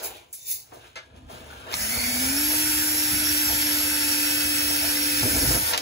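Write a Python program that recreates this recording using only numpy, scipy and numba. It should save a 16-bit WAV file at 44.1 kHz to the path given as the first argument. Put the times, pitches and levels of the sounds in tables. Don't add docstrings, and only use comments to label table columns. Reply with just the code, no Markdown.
import sys
import numpy as np
from scipy import signal
from scipy.fft import rfft, irfft, next_fast_len
from scipy.io import wavfile
from scipy.ndimage import uniform_filter1d
from numba import njit

SR = 44100
rng = np.random.default_rng(int(sys.argv[2]) if len(sys.argv) > 2 else 0)


def to_wav(s):
    ch = np.atleast_2d(s).T
    pcm = np.round(np.clip(ch, -1, 1) * 32767)
    wavfile.write(sys.argv[1], SR, pcm.astype(np.int16))


def linear_from_db(decibels):
    return 10 ** (np.asarray(decibels, float) / 20)


N = 256220
TIME = np.arange(N) / SR
LONG = next_fast_len(N)
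FREQ = np.arange(LONG // 2 + 1) * SR / LONG
ON_S, SETTLED_S, SINK_S, GRAB_S, THROUGH_S, OFF_S = 1.735, 2.45, 3.3, 5.2, 5.6, 5.715
FULL_HZ = 303.2


def unit(x):
    return x / np.sqrt(np.mean(x ** 2))


def curves(table):
    s, *columns = np.transpose(table)
    return [np.interp(TIME, s, c) for c in columns]


def over_hz(table):
    hz, value = np.transpose(table)
    return np.interp(np.log(FREQ + 1), np.log(hz), value)


def ramp(start_s, length_s):
    return np.clip((TIME - start_s) / length_s, 0, 1)


def swells(rows):
    power, t = 1e-12, TIME[::16]
    for s, db, rise_s, fade_s in rows:
        drop = np.where(t < s, (s - t) / rise_s, (t - s) / fade_s)
        power = power + linear_from_db(2 * db - 40 * drop)
    return np.interp(TIME, t, np.sqrt(power))


def walk(rate_hz):
    k = int(SR / rate_hz)
    held = np.repeat(rng.standard_normal(N // k + 1), k)
    return 1.25 * uniform_filter1d(uniform_filter1d(held, k), k)[:N]


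def grit(spread_db):
    return rng.standard_normal(N) * linear_from_db(spread_db * walk(900))


def band(x, lo_hz, hi_hz):
    return signal.sosfilt(signal.butter(3, [lo_hz, hi_hz], "band", fs=SR, output="sos"), x)


@njit
def svf(x, hz, width_hz):
    y, b, l, g, k = np.empty(len(x)), 0., 0., 0., 0.
    for i in range(len(x)):
        if i % 16 == 0:
            g, k = np.tan(np.pi * hz[i] / SR), width_hz / hz[i]
        v = (b + g * (x[i] - l)) / (1 + g * (g + k))
        b, l, y[i] = 2 * v - b, l + 2 * g * v, k * v
    return y


def ring(x, hz, width_hz):
    return unit(svf(x, np.full(N, 1. * hz), 1. * width_hz))


GRAB, THROUGH = ramp(GRAB_S + .01, .025), ramp(THROUGH_S - .03, .06)
SUNK_S = np.clip(TIME - SINK_S, 0, GRAB_S - SINK_S)


# t/s, turn f/Hz
SPEED = [(1.74, 170), (1.85, 212), (1.95, 236), (2.05, 241.7), (2.18, 248), (2.3, 270.3), (2.406, 293),
         (2.45, 298.8), (2.536, 302.8), (2.89, 303.1), (3.3, 299), (3.96, 297.1), (4.68, 295.3),
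         (5.19, 294.9), (5.49, 298.3), (5.586, 297.1), (5.7, 301.9)]
# t/s, loss/Hz, build-up/s, recovery to a tenth/s
STALLS = [
    (5.23, 5.7, .04, .1),
    (5.336, 10, .09, .15),
]


def motor_speed():
    lost_hz = swells([(s, 20 * np.log10(hz), rise_s, fade_s) for s, hz, rise_s, fade_s in STALLS])
    return curves(SPEED)[0] - lost_hz


def drill():
    hz = motor_speed()
    slow = 1 - hz / FULL_HZ
    rough = np.maximum(.2 + 3.5 * slow ** 2, 0.9 * GRAB)
    wobble_pc = .045 + .07 * (1 - ramp(SETTLED_S, .8)) + .3 * (1 - ramp(SETTLED_S - .3, .3)) + .03 * GRAB
    turn = 2 * np.pi * np.cumsum(hz * (1 + wobble_pc / 100 * walk(30))) / SR
    whine = linear_from_db(3.6 - 40 * ramp(OFF_S, .02)) * lines(hz, turn)
    clean = unbalance_hum(hz, turn, rough) + whine
    noisy = housing_hiss(hz, turn, slow, rough) + pipe_buzz(slow)
    running = ramp(ON_S, 0.0059)
    return running * clean, running * noisy


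# turn f/Hz, level/dB
HUM = [(170, -52), (212, -50), (250, -35), (275, -33), (300, -35.5)]
# t/s, level/dB, rise 20 dB/s, fade 20 dB/s
BITES = [(5.232, -36, .04, .025), (5.258, -36, .025, .04), (5.282, -38, .03, .03), (5.315, -37, .03, .03),
         (5.335, -38, .02, .03), (5.365, -34, .035, .04), (5.392, -39, .02, .03), (5.425, -34, .035, .05),
         (5.448, -36, .02, .03), (5.483, -35, .04, .04), (5.518, -34, .03, .05), (5.535, -36, .02, .03),
         (5.552, -32, .03, .03), (5.568, -32, .03, .03)]


def unbalance_hum(hz, turn, rough):
    slip_db = -4.5 * np.exp(-((TIME - 3.52) / .08) ** 2)
    hum_db = np.interp(hz, *np.transpose(HUM)) + slip_db - 14 * GRAB
    gain = linear_from_db(hum_db + .8 * walk(4)) + 1.15 * swells(BITES)
    wobble = unit(svf(svf(rng.standard_normal(N), hz, 73.0), hz, 73.0))
    return gain * linear_from_db(0.9) * (np.sqrt(2 * (1 - rough ** 2)) * np.sin(turn) + rough * wobble)


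# multiple of turn, level/dB, sinking slope/(dB/s)
WHINE = [(3, -50, 0), (6, -54, 3), (15, -50, -1), (18, -44, 0), (21, -50, 0), (23, -50, 0), (24, -45, -3),
         (25, -45, -2), (27, -39, 0), (30, -45, 0), (31, -43, 0), (33, -39, 5), (34, -46, -2), (35, -47, 0),
         (36, -39, 0), (37, -47, -5), (38, -44, -1), (39, -36, -4), (40, -46, 0), (41, -40, -3),
         (42, -39, 1), (43, -49, 3), (44, -46, 0), (45, -50, 3), (46, -48, 0), (47, -45, -3), (48, -47, 2),
         (49, -53, 0), (51, -52, 2), (53, -54, 6)]
# multiple of turn, level/dB, sinking slope/(dB/s)
GEARS = [(1.74, -53, 5), (6.85, -53, 1), (8.02, -53, 1), (8.74, -40, 4), (9.33, -48, 2), (11.07, -44, 3),
         (12.03, -51, 1), (13.2, -52, 1), (15.36, -46.5, 2)]
# f/Hz, level/dB
BRUSH_RING = [(200, 0), (740, 4), (900, 0), (5400, 0), (6300, -10), (8000, 0), (9000, -5), (9600, 4),
              (9750, 1), (10000, 0), (10400, 0), (10900, -1), (11700, 3), (12100, 3.5), (12600, 1),
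              (13600, -5), (17000, -12)]


def lines(hz, turn):
    ring_hz, ring_db = np.transpose(BRUSH_RING)
    out, t, hz, on = np.zeros(N), TIME[::64], hz[::64], int(ON_S * SR)
    for k, db, slope in [*WHINE, *GEARS]:
        swell_db = np.interp(k * hz, ring_hz, ring_db) - np.interp(k * hz.max(), ring_hz, ring_db)
        sink_db = slope * np.clip(t - 3.9, -.8, .8)
        slow_db = -(k + 24) * (1 - hz / FULL_HZ)
        db = db + sink_db + swell_db + slow_db + 2.4 * walk(5)[::64]
        db = db - 12 * (k % 1 > 0) * (t > GRAB_S + .03)
        tone = np.sin(k * turn[on:] + rng.uniform(0, 2 * np.pi))
        out[on:] += np.interp(TIME[on:], t, linear_from_db(db)) * tone
    return out


# t/s, level/dB
EFFORT = [(1.755, -34), (1.85, -30.5), (2.45, -29), (3.3, -28.5), (5.15, -28.7), (5.21, -28), (5.26, -28.5),
          (5.55, -27.5), (5.63, -32.5), (5.72, -28.5), (5.772, -39), (5.81, -37)]
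# f/Hz, level/(dB per Hz)
BODY = [(150, -9.5), (380, -21), (600, -12), (900, -16.5), (1150, -10), (1450, 2.5), (2100, -0.5),
        (3050, -0.5), (4000, -1), (5000, 2.5), (6400, -5.5), (8200, -4.5), (12500, -7), (14500, -6),
        (15600, -6.5)]
# f/Hz, width/Hz, rest level/dB, gain/dB, mesh multiple
HOUSING = [(2150, 420, -26, 20, 9.2), (2600, 200, -27, 5, 8.8), (4580, 300, -32, 24, 18.9),
           (4510, 140, -23, 0, 15), (5375, 90, -32, 18, 18.1), (5495, 60, -34, 15, 18.5),
           (5600, 420, -26, 16.5, 18.8), (11520, 1500, -22, -1, 39)]


def housing_hiss(hz, turn, slow, rough):
    air = grit(2.0) * (1 + 0.31 * np.cos(turn) + 0.21 * np.cos(3 * turn))
    hiss = unit(irfft(rfft(air, LONG) * linear_from_db(over_hz(BODY)), LONG)[:N])
    high = band(hiss, 4800, 17700)
    for f, width_hz, rest_db, gain_db, k in HOUSING:
        near = np.exp(-((k * hz / f - 1) / 0.11) ** 2)
        near = near * (1 - 0.48 * rough) * (1 - .6 * THROUGH)
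        centre = np.clip(k * hz, f - 0.4 * width_hz, f + 0.4 * width_hz)
        mode = unit(svf(svf(air, centre, 1. * width_hz), centre, 1. * width_hz))
        hiss = hiss + linear_from_db(rest_db + gain_db * near + 2.2 * walk(45)) * mode
    treble_db = 5.2 + 6 * slow - 1.1 * SUNK_S + 2.5 * (GRAB - THROUGH) - 12 * ramp(OFF_S, .055)
    level_db = curves(EFFORT)[0] + 3.5 + .5 * walk(24.89)
    return linear_from_db(level_db) * (hiss + (linear_from_db(treble_db - 1.4) - 1) * high)


# t/s, table level/dB, pipe level/dB, fade 20 dB/s
CATCHES = [(1.97, -34, -33, .15), (2.25, -36, -37, .12), (2.52, -42, -37, .2), (3.14, -32, -50, .2),
           (3.5, -37, -36, .08), (3.58, -38, -50, .12), (3.75, -39, -50, .1), (3.85, -38, -50, .1),
           (4.45, -38, -50, .08), (4.71, -36, -36, .15), (4.85, -40, -33.5, .2), (5.235, -26, -36, .07),
           (5.37, -31, -40, .2), (5.44, -28, -42, .14), (5.51, -30, -38, .2), (5.63, -40, -40, .15),
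           (5.735, -44, -33, .12)]


def pipe_buzz(slow):
    steady_db = -43 + 9 * slow - 1.5 * SUNK_S + 7 * ramp(GRAB_S + .05, .2) + 1.5 * walk(12)
    caught = swells([(s, db, .6 * fade_s, fade_s) for s, _, db, fade_s in CATCHES])
    return np.hypot(linear_from_db(steady_db), caught) * linear_from_db(-1.5) * unit(band(grit(3.7), 457, 974))


def knocks(events, crack, second):
    out, t = np.zeros(N + 8000), np.arange(8000) / SR
    for s, db, hz, t60_s in events:
        fade = np.exp(-np.log(1000) * t / max(t60_s, .004))
        tone = np.sin(2 * np.pi * hz * t) + 0.2 * np.sin(2 * np.pi * second * hz * t)
        burst = unit(band(rng.standard_normal(8000), hz / 2.06, min(2.6 * hz, 16000)))
        start = int(s * SR)
        out[start:start + 8000] += linear_from_db(db) * fade * ((1 - crack) * tone + crack * burst)
    return out[:N]


# t/s, peak level/dB, f/Hz, t60/s
CLICKS = [(1.7144, -25, 2480, 0.018), (1.7234, -28, 1480, 0.018), (1.7324, -14, 2080, 0.018),
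          (1.74, -4.5, 2120, 0.01), (5.7245, -20, 1500, .015), (5.7295, -18, 1900, .012),
          (5.7332, -11, 2600, .008), (5.7349, -5.5, 1800, 0.012), (5.7385, -10, 3900, 0.01),
          (5.7448, -14, 1900, 0.015), (5.747, -14, 2300, .02), (5.7525, -21, 2500, .02),
          (5.7605, -23, 2300, .02), (5.7763, -15, 2000, 0.025), (5.778, -15, 3800, .015),
          (5.7855, -24, 4000, .03)]
# t/s, peak level/dB, f/Hz, t60/s
TOUCH = [(.96, -40, 530, .2), (.966, -37, 650, .18), (.962, -33, 1272, .1), (.957, -34, 1696, .16),
         (.957, -33, 2076, .2), (1.03, -44, 1650, .15), (.964, -33, 2175, .08), (.972, -33, 2073, .13),
         (.971, -34, 1285, .07), (.958, -36, 4000, .05), (.975, -40, 3618, .08), (.982, -39, 600, .1),
         (.956, -33, 2632, .14), (.96, -38, 2290, .16)]
# t/s, peak level/dB, f/Hz, t60/s
FLICKS = [(.3282, -30, 14500, .2), (.331, -43, 6500, .09), (.335, -46, 2500, .08), (.457, -42, 7000, .06),
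          (.7205, -44, 800, .1), (1.7235, -32, 7500, .02), (5.2295, -22, 450, .03), (5.365, -25, 420, .03),
          (5.422, -27, 420, .04), (5.511, -25, 450, .04), (5.549, -25, 500, .04), (5.566, -25, 450, .04),
          (5.7345, -16, 1300, .09), (5.7335, -22, 2200, .05), (5.7765, -15, 5500, .016),
          (5.7767, -17, 2400, .04)]


def contacts():
    trigger = linear_from_db(-2.0) * knocks(CLICKS, crack=0.59, second=1.2)
    touchdown = knocks(TOUCH, crack=0.35, second=1.3)
    return trigger + touchdown + knocks(FLICKS, crack=1, second=1)


# t/s, peak level/dB, f/Hz, t60/s
THUMPS = [(1.226, -42, 150, .05), (1.247, -34, 62, 0.12), (1.14, -44, 200, .08), (1.33, -40, 180, .08),
          (1.41, -40, 230, .08), (1.978, -34, 240, 0.11), (3.125, -27, 75, .2), (3.13, -31, 170, .1),
          (5.229, -14.5, 105, 0.08), (5.2415, -23, 72, 0.12), (5.34, -25, 90, .14), (5.361, -24, 64, 0.14),
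          (5.417, -24, 52, 0.2), (5.474, -23, 62, .25), (5.474, -22, 122, .18), (5.506, -29, 60, 0.2),
          (5.505, -23, 125, .1), (5.54, -30, 58, .16), (5.546, -23, 135, .12)]
# t/s, level/dB, rise 20 dB/s, fade 20 dB/s
NUDGES = [
    (.06, -48, .18, .3),
    (.56, -54, .22, .13),
    (.79, -51, .2, .27),
    (1.23, -43, .26, .9),
    (1.44, -43, .15, .1),
    (1.79, -39, .5, .3),
]


def table():
    noise = grit(1.8)
    low = unit(band(noise, 54, 90)) + 0.55 * unit(band(noise, 108, 175)) + 0.7 * unit(band(noise, 150, 300))
    steady_db = -39.5 - 2.5 * np.clip(TIME - 2.8, 0, 1.5) + 4.5 * ramp(4.6, .6)
    steady_db = steady_db - 10 * ramp(THROUGH_S, .2) + 1.5 * walk(14)
    steady = ramp(ON_S, .1) * linear_from_db(steady_db)
    jolts = swells([*NUDGES, *[(s, db, .6 * fade_s, fade_s) for s, db, _, fade_s in CATCHES]])
    shake = linear_from_db(-5.6) * np.hypot(steady, jolts) * low
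    boom = unit(band(rng.standard_normal(N) * linear_from_db(5 * walk(60)), 150, 650))
    thumps = -linear_from_db(-1) * knocks(THUMPS, crack=0, second=2.3)
    room_tone = linear_from_db(-69) * unit(band(noise, 105, 210))
    return shake + linear_from_db(1.5) * swells(BITES) * boom + thumps + room_tone


def scraping(rows):
    return swells([(s, db + over_db, rise_s, fade_s) for s, db, rise_s, fade_s, over_db in rows])


# t/s, level/dB, rise 20 dB/s, fade 20 dB/s, relative scrape level/dB
RUBS = [
    (.05, -45, .3, .2, -5),
    (.55, -66, .3, .2, -10),
    (.722, -50, .006, .14, -10),
    (.865, -61, .3, .13, 3),
    (.966, -56, .012, .07, 14),
    (1.152, -59, .2, .3, -3),
    (1.3, -51, .03, .6, -1),
    (1.49, -57, .05, .6, 6),
    (1.73, -43, .16, .015, 3),
    (5.7, -58, .35, .12, 16),
]


def rubs():
    rub, scrape = unit(band(grit(2.8), 330, 950)), unit(band(grit(3.1), 1030, 3600))
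    scrape = scrape + 0.6 * unit(band(scrape, 1100, 1900))
    rubbing = swells([row[:4] for row in RUBS])
    return linear_from_db(6.9) * rubbing * rub + linear_from_db(3.2) * scraping(RUBS) * scrape


# t/s, level/dB, rise 20 dB/s, fade 20 dB/s, relative scrape level/dB
RUSTLES = [(.005, -46, .05, .05, -6), (.033, -36, .012, .05, -10), (.046, -31, .03, .05, -10),
           (.064, -38, .015, .04, -10), (.11, -45, .05, .12, -3), (.155, -50, .1, .14, 0),
           (.336, -46, .008, .4, -14), (.46, -42, .012, .1, -14), (.42, -47, .08, .1, -14),
           (.478, -36, .012, .08, -18), (.498, -33.5, .03, .1, -14), (.515, -32.5, .08, .125, -18),
           (.737, -48.5, .022, .13, -12), (.865, -55, .3, .14, -2), (.966, -57, .008, .07, 0),
           (1.04, -62, .05, .2, -2), (1.16, -58, .03, .14, -2), (1.3, -48.5, .022, .55, -4),
           (1.49, -53, .03, .3, -3), (1.6, -54, .4, .4, -3), (1.73, -36, .035, .012, 4)]
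# f/Hz, width/Hz, level/dB
SQUEAK = [(3600, 90, -24), (7200, 150, -15), (9200, 300, -11), (11000, 400, -12)]


def rustles(fine):
    rustling = swells([row[:4] for row in RUSTLES])
    brush = linear_from_db(3.2) * scraping(RUSTLES) * unit(band(fine, 2100, 3800))
    rustle = linear_from_db(-3.0) * rustling * unit(band(fine, 3800, 10600))
    metal = sum(linear_from_db(db + 2.9 * walk(7.35)) * ring(fine, f, width_hz) for f, width_hz, db in SQUEAK)
    sheen = unit(band(fine, 10600, 15700)) + metal
    return brush + rustle + linear_from_db(25) * rustling ** 1.6 * sheen


# t/s, level/dB, rise 20 dB/s, fade 20 dB/s
SQUEALS = [
    (.345, -60, .015, .1),
    (.41, -52, .04, .1),
    (.47, -48, .05, .1),
    (.515, -47, .06, .09),
]
# f/Hz, width/Hz, level/dB
SQUEAL = [(3565, 45, 0), (4790, 45, -12), (6130, 40, -6), (7100, 55, 0)]


def squeals(fine):
    return swells(SQUEALS) * sum(linear_from_db(db) * ring(fine, f, width_hz) for f, width_hz, db in SQUEAL)


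def handling():
    fine = grit(3.6)
    return rubs() + rustles(fine) + squeals(fine)


def wander(pair):
    hz, _, both = signal.stft(pair, SR, nperseg=1024)
    turn = uniform_filter1d(rng.standard_normal(both.shape), size=9, axis=1)
    turn = unit(uniform_filter1d(turn, size=9, axis=2))
    reach_rad = .9 * np.clip(hz[:, None] / 700, .1, 1)
    return signal.istft(both * np.exp(1j * reach_rad * turn), SR, nperseg=1024)[1][:, :N]


def room_echo():
    t, t60_s = np.arange(SR // 3) / SR, 0.14
    tails = rng.standard_normal((2, len(t))) * np.exp(-np.log(1000) * t / t60_s) * (t > .002)
    return rfft(tails / np.sqrt(np.sum(tails ** 2, axis=1, keepdims=True)), LONG)


# f/Hz, share/1
LIKENESS = [(60, 0.96), (330, 0.76), (600, 0.43), (1500, 0.37), (3000, 0.39), (6000, 0.43)]
# f/Hz, phase/rad
RIGHT_LAG = [(60, .05), (300, .3), (900, .7), (1150, 3), (2000, 6.3), (3000, 9.45), (4200, 12.6),
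             (5200, 15.7), (6200, 18.85)]
# f/Hz, level/dB
LEFT_OVER_RIGHT = [(300, 0), (1400, 2.5), (2000, 1), (3800, 0), (5400, -5.5), (6300, 2)]


def scene():
    clean, noisy = drill()
    clicks = contacts()
    direct = np.clip(over_hz(LIKENESS), 0, 1)
    lag = np.exp(-1j * over_hz(RIGHT_LAG) * np.array([[0], [1]]))
    balance = linear_from_db(over_hz(LEFT_OVER_RIGHT) * np.array([[.5], [-.5]]))
    echoed = np.sqrt(direct) * lag + np.sqrt(1 - direct) * room_echo()
    scrambled = echoed / (np.abs(echoed) + .05) ** .8
    noises = irfft(balance * rfft(noisy + handling(), LONG) * scrambled, LONG)[:, :N]
    roomy = rfft(table() + 0.45 * clicks, LONG) * echoed
    near = rfft(clean + 0.39 * clicks, LONG) * lag
    return wander(noises) + irfft(balance * (roomy + near), LONG)[:, :N]


def low_pass(x):
    return signal.sosfilt(signal.butter(12, 16820, fs=SR, output="sos"), x)


def record(dry):
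    treble_hz, turn_hz, band_hz, low_hz, top_hz = 6170, 4790, 345, 44, 15740
    hz, _, both = signal.stft(dry, SR, nperseg=2048)
    hz = hz[:, None]
    angle = np.pi * (hz - treble_hz) / turn_hz
    banded = np.pi * ((hz // band_hz + .5) * band_hz - treble_hz) / turn_hz
    flicker = uniform_filter1d(rng.standard_normal((SR // band_hz, both.shape[2])), size=3, axis=1)
    least = .31 + .12 * flicker[(hz[:, 0] // band_hz).astype(int)] * 1.9
    mid = np.cos(angle) * (np.abs(np.cos(banded)) > least)
    side = -1j * np.sin(angle) * ((np.abs(np.sin(banded)) > least + .09) | (hz < 8000))
    share = np.clip((hz - treble_hz) / 600 + .5, 0, 1)
    spread = both[0] * np.array([mid + side, mid - side])
    wide = both * np.sqrt(1 - share) + spread * np.sqrt(share)
    wide = signal.istft(wide * (hz < top_hz), SR, nperseg=2048)[1][:, :N]
    wide = signal.sosfilt(signal.butter(4, low_hz, "high", fs=SR, output="sos"), wide)
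    return low_pass(wide)


dry = scene()
out = record(dry)
to_wav(out)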